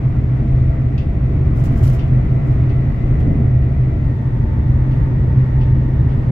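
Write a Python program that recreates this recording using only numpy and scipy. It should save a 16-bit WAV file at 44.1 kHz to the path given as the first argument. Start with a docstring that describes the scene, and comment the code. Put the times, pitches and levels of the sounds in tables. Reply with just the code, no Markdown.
"""Wheels of an electric passenger train at speed, heard from inside: they rumble through the floor
and roar on the rail, louder where the track is rough. Turning machinery sets the car body droning
on a low note; the drive whines faintly and changes its notes after four seconds. Loose trim ticks
now and then, and something crisp rustles briefly in the carriage."""
import sys
import numpy as np
from scipy import signal
from scipy.fft import rfft, irfft, next_fast_len
from scipy.io import wavfile
from scipy.ndimage import uniform_filter1d, minimum_filter1d, map_coordinates

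SR = 44100
rng = np.random.default_rng(int(sys.argv[2]) if len(sys.argv) > 2 else 0)


def bounce(signal):
    """Save signal as a 16-bit WAV file at the path given by the first command-line argument."""
    frames = np.transpose(np.atleast_2d(signal))
    limited = np.clip(frames, -1, 1)
    pcm = np.round(limited * 32767).astype(np.int16)
    wavfile.write(sys.argv[1], SR, pcm)


N = 278271

# crisp noise of ticks and rustle: f/Hz, relative density/dB
CRISP_SPECTRUM = [(1800, -12), (3000, 7.5), (3500, -0.5), (4500, 0), (6200, 2.5), (9000, -3.5),
                  (12000, -1.5), (15700, -4)]


def amp(db):
    """Decibels to gain."""
    return 10 ** (np.asarray(db) / 20)


def unit(x):
    """x at rms 1."""
    return x / np.sqrt(np.mean(x ** 2) + 1e-20)


def clock():
    """Sample times in s."""
    return np.arange(N) / SR


def over_time(points):
    """(t/s, value) points, interpolated per sample."""
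    return np.interp(clock(), *np.transpose(points))


def over_hz(points, hz):
    """(f/Hz, value) points, interpolated on a log axis."""
    knots_hz, values = np.transpose(points)
    return np.interp(np.log(hz + 1), np.log(knots_hz + 1), values)


def wobble(knots_per_s):
    """Smooth random curve."""
    return map_coordinates(rng.standard_normal(4096), [clock() * knots_per_s], mode="wrap")


def swell(at_s, half_s):
    """Gaussian rise and fall, peak 1."""
    return np.exp(-((clock() - at_s) / half_s) ** 2)


def filtered(x, response):
    """x through a complex frequency response."""
    size = next_fast_len(N + SR // 2)
    return irfft(rfft(x, size) * response(np.fft.rfftfreq(size, 1 / SR)), size)[..., :N]


def panned(x, left_db):
    """x with the left side louder by left_db."""
    return x * amp([[left_db / 2], [-left_db / 2]])


def diffuse(response):
    """Coloured noise of rms 1 filling the carriage: long waves reach both ears alike."""
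    # f/Hz, left-right correlation
    coherence = [(20, 0.96), (140, 1), (250, 0.85), (400, .55), (600, .35), (1000, -0.12), (1900, 0.1),
                 (4000, 0), (12000, 0.034)]

    def mid_side(hz):
        angle = np.arccos(np.clip(over_hz(coherence, hz), -1, 1)) / 2
        return response(hz) * np.array([np.cos(angle), np.sin(angle)])
    mid, side = filtered(rng.standard_normal((2, N)), mid_side)
    return unit(np.array([mid + side, mid - side]))


def rush(spectrum):
    """Diffuse noise with an (f/Hz, level/dB) spectrum, falling steeply beyond its ends."""
    low_hz, high_hz = spectrum[0][0], spectrum[-1][0]
    skirts = lambda hz: (np.minimum(hz / low_hz, 1) * np.minimum(high_hz / (hz + 1), 1)) ** 6
    return diffuse(lambda hz: amp(over_hz(spectrum, hz)) * skirts(hz))


def noise_bands(bands):
    """Fuzzy tones of total rms 1 from (f/Hz, width/Hz, relative level/dB) rows."""
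    power = lambda hz: sum(amp(db) ** 2 / width_hz / (1 + (2 * (hz - centre_hz) / width_hz) ** 2) ** 2
                           for centre_hz, width_hz, db in bands)
    return diffuse(lambda hz: np.sqrt(power(hz)))


def wavering(partials, drift_rad, flutter_db):
    """Tones of total rms 1 that drift in phase and flutter, differently at each ear."""
    tones = np.zeros((2, N))
    for hz, db in partials:
        phase = 2 * np.pi * (hz * clock() + rng.uniform())
        phase += drift_rad * hz / partials[0][0] * wobble(14)
        for ear in range(2):
            tones[ear] += amp(db + flutter_db * wobble(17)) * np.sin(phase + 1.1 * wobble(6))
    return unit(tones)


def rolling():
    """Rail roughness shakes floor and body; the higher rush comes in through the windows."""
    # spectra of floor, car body, wheels on rail, air along the car: f/Hz, relative density/dB
    floor_spectrum = [(11, -43.5), (18, -8), (59, -4), (97, -3), (112, -11), (150, -29.5), (250, -120)]
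    body_spectrum = [(85, -32), (112, 1), (146, -2), (160, -7), (188, -14.5), (228, -10), (262, -14.5),
                     (305, -14.5), (345, -21.5), (385, -19), (435, -25.5), (620, -28.5), (800, -36),
                     (1300, -65.5)]
    rail_spectrum = [(400, -19.5), (750, 4.5), (1150, 4.5), (1450, 0.5), (1700, -2), (2150, -1),
                     (2450, -8.5), (3000, -29), (4500, -50)]
    air_spectrum = [(1700, -17), (2600, 1), (3100, -3), (3600, -4), (4100, -7.5), (5200, -13), (5700, -12),
                    (6400, -17), (7500, -18), (9000, -25), (12000, -24.5), (15700, -31.5)]
    # rail roughness: t/s, relative level/dB
    roughness = [(0, 0.1), (0.45, 0.2), (1.1, -0.6), (1.8, 2.5), (2.9, 1.1), (3.3, 0.14), (4.25, -0.9),
                 (4.75, 1.2), (6.3, 0.77)]
    # f/Hz, left minus right/dB
    balance = [(30, 1.9), (120, -1.2), (280, 1.2), (500, 3), (1000, -2.5), (2000, 2.5), (4000, 0.5),
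               (12000, 2.1)]
    track_db = over_time(roughness)
    patch_db = 8.2 * swell(at_s=3.296, half_s=0.15)  # one rough patch of track
    rumble = amp(-19.5 + 1.3 * track_db + 0.66 * patch_db + 1.1 * wobble(9.5)) * rush(floor_spectrum)
    body = amp(-20 + 0.9 * track_db + 0.65 * patch_db + 0.4 * wobble(9.5)) * rush(body_spectrum)
    rail = amp(-44 + 1.2 * track_db + 0.1 * patch_db + 0.77 * wobble(11)) * rush(rail_spectrum)
    air = amp(-57.5 + 0.73 * track_db + 0.5 * wobble(7.9)) * rush(air_spectrum)
    ear_gains = lambda hz: amp(over_hz(balance, hz) * np.array([[0.5], [-0.5]]))
    return filtered(rumble + body + rail + air, ear_gains)


def drone(note_hz=127.15):
    """Turning machinery gives the car body a steady low hum, slightly uneven in level."""
    # main note: t/s, relative level/dB
    hum_level = [(0, -16), (0.55, -12.5), (1.1, -18.5), (2.3, -14.5), (3.2, -13.5), (4.5, -15.5),
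                 (5.8, -13.5), (6.3, -15.5)]
    # weaker tones: f/Hz, level/dB
    hums = [(41.7, -33), (60.9, -27), (74.3, -29), (300, -45), (2869, -75.5)]
    t = clock()
    gain = amp(over_time(hum_level) - 4 + 1.5 * wobble(11))
    hum = gain * np.sin(2 * np.pi * note_hz * t + 0.11 * wobble(8.7))
    for hz, db in hums:
        gain = amp(db + 2.5 * wobble(1.3))
        hum += gain * np.sin(2 * np.pi * hz * t + 0.14 * wobble(1.2) + rng.uniform(0, 2 * np.pi))
    return panned(np.sqrt(2) * hum, left_db=0.1)


def drive_whine(changed):
    """Low notes give way to high ones as changed goes from 0 to 1, each set in a rough whirr."""
    # partials: f/Hz, relative level/dB
    low_notes = [(657, -3.5), (671, 1.5), (1347, -11.5), (2024, -18)]
    high_notes = [(795, -15), (888, 6), (980, -6.5), (1771, -11.5), (1852, -17.5), (3543, -18), (7074, -38)]
    # t/s, relative level/dB
    strength = [(0.0, -41), (0.3, -46.5), (0.55, -40), (1.05, -46.5), (1.8, -39.5), (2.45, -40.5),
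                (2.7, -46), (3.9, -43.5), (4.5, -43), (5.3, -48.5), (6.0, -44.5), (6.3, -44.5)]
    whine_db = over_time(strength)
    low = amp(whine_db - 1.5) * wavering(low_notes, drift_rad=0.93, flutter_db=4)
    low += amp(-49.5) * noise_bands([(710, 130, -1), (2340, 510, -7.5)])
    high = amp(whine_db - 3.5) * wavering(high_notes, drift_rad=0.96, flutter_db=4)
    high += amp(-48.5) * noise_bands([(907, 95, -0.5), (1800, 190, -5.5)])
    return panned((1 - changed) * low, left_db=4) + changed * high


def wheel_singing(changed):
    """The wheels sing faintly in slow swells; one note gives way to a lower one as changed rises."""
    # t/s, relative level/dB
    strength = [(0, -53.0), (1.7, -51), (3.0, -48), (4.2, -50), (5.0, -49), (5.5, -48.5), (6.3, -51.5)]
    early = (1 - changed) * amp(-2.5) * noise_bands([(2027, 28, 0)])
    late = changed * amp(-8) * wavering([(1852, 0)], drift_rad=0.24, flutter_db=2)
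    steady = noise_bands([(1923, 100, 0), (1835, 12, -7.5)])
    return panned(amp(over_time(strength) - 2.5) * (steady + early + late), left_db=3)


def trim_ticks(chatter_t60_s=0.18, snap_t60_s=0.026):
    """A loose panel snaps or scuffs, chatters for an instant and rings in a few short resonances."""
    # t/s, relative level/dB, brightness/dB, attack/s
    ticks = [(0.9781, -37, -15, 0.0011), (1.991, -39, -16.5, 0.0012), (2.6944, -46, -25.5, 0.0012),
             (3.2012, -49.5, -12.5, .002), (3.626, -54.5, -22, 0.0013), (4.902, -47.5, -16, 0.016),
             (5.608, -43, -21, .004), (6.085, -45.5, -18, 0.024)]
    # panel resonances: f/Hz, width/Hz, relative level/dB
    modes = [(2660, 480, 5), (3530, 550, 0), (4450, 540, -6), (6100, 500, -13)]
    force, bright = np.zeros(N), np.zeros(N)
    for at_s, db, bright_db, attack_s in ticks:
        age_s = np.maximum(clock() - at_s, 0)
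        fade_db = 60 * np.maximum(age_s - attack_s, 0) / chatter_t60_s
        chatter = np.minimum(age_s / attack_s, 1) * amp(db - fade_db)
        snap = amp(-60 * age_s / snap_t60_s)
        force += chatter * (1 + 1.8 * snap)
        bright += chatter * amp(bright_db) * (1 + 1.5 * snap)

    def panel(hz):
        response = 0
        for k, (mode_hz, width_hz, db) in enumerate(modes):
            damping = 1j * hz * width_hz
            response += (-1) ** k * amp(db) * damping / (mode_hz ** 2 - hz ** 2 + damping)
        return response / (1 + (hz / 7000) ** 6)
    contacts = rng.standard_normal((2, N))
    ring = filtered(force * contacts, panel) / np.std(filtered(contacts, panel))
    return panned(amp(-5.5) * ring, left_db=3) + amp(-11.5) * bright * rush(CRISP_SPECTRUM)


def crackle(snaps_per_s=140, t60_s=0.012):
    """Stereo gain of rms 1: fine grain with tiny snaps scattered over it."""
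    onsets = rng.uniform(size=N) < snaps_per_s / SR
    impulses = onsets * amp(2.5 + 2.5 * rng.standard_normal(N))
    snaps = signal.fftconvolve(impulses, amp(-60 * clock()[:SR // 20] / t60_s))[:N]
    grain = amp(2.2 * np.array([wobble(420), wobble(470)]))
    return unit((1 + snaps) * grain)


def rustle(attack_s=0.003, sag_db_per_s=67.5, t60_s=0.14):
    """Short strokes of something crisp: each starts at once, eases off and dies away, crackling."""
    # t/s, length/s, level/dB
    strokes = [(1.557, .05, -54), (1.637, .02, -46), (1.756, 0.083, -56), (1.827, 0.082, -45.5),
               (1.927, .025, -50.5), (2.459, 0.067, -62.5), (3.09, 0.089, -67), (3.192, 0.048, -60.5),
               (4.894, 0.095, -66.5)]
    stirring = amp(-80.5 + 2.5 * wobble(2.6)) + amp(-65.5) * swell(at_s=1.78, half_s=0.24)
    power = stirring ** 2
    for at_s, length_s, db in strokes:
        age_s = np.maximum(clock() - at_s, 0)
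        fade_db = sag_db_per_s * age_s + 60 * np.maximum(age_s - length_s, 0) / t60_s
        power += (np.minimum(age_s / attack_s, 1) * amp(db - fade_db)) ** 2
    return panned(np.sqrt(power) * crackle() * rush(CRISP_SPECTRUM), left_db=-1)


def carriage_reverb(x):
    """Seats and walls give a short answer, shorter in the treble."""
    # f/Hz, T60/s
    decay = [(500, .3), (3000, 0.31), (12000, 0.086)]
    hz, t, noise = signal.stft(rng.standard_normal((2, SR // 2)), SR, nperseg=256)
    tail = signal.istft(noise * amp(-60 * t / over_hz(decay, hz)[:, None]), SR, nperseg=256)[1]
    return signal.fftconvolve(x, tail / np.linalg.norm(tail[0]), axes=1)[:, :N]


def scene(change_s=4.1):
    """The running train, with small sounds inside the carriage."""
    changed = 0.5 + 0.5 * np.tanh((clock() - change_s) / 0.15)
    near = trim_ticks() + rustle()
    running = rolling() + drone() + drive_whine(changed) + wheel_singing(changed)
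    return running + near + amp(-4) * carriage_reverb(near)


def record(dry):
    """The level dips smoothly under the highest crests; the ends fade and the top treble is cut."""
    ceiling, smooth_s, fade_s, top_hz = 0.86, 0.012, 0.004, 15720
    window = int(smooth_s * SR)
    needed_gain = ceiling / np.maximum(np.abs(dry).max(axis=0), ceiling)
    limited = dry * uniform_filter1d(minimum_filter1d(needed_gain, 2 * window), window)
    t = clock()
    edge = np.clip(np.minimum(t, t[-1] - t) / fade_s, 0, 1)
    return filtered(limited * np.sin(edge * np.pi / 2) ** 2, lambda hz: hz < top_hz)


dry = scene()
out = record(dry)
bounce(out)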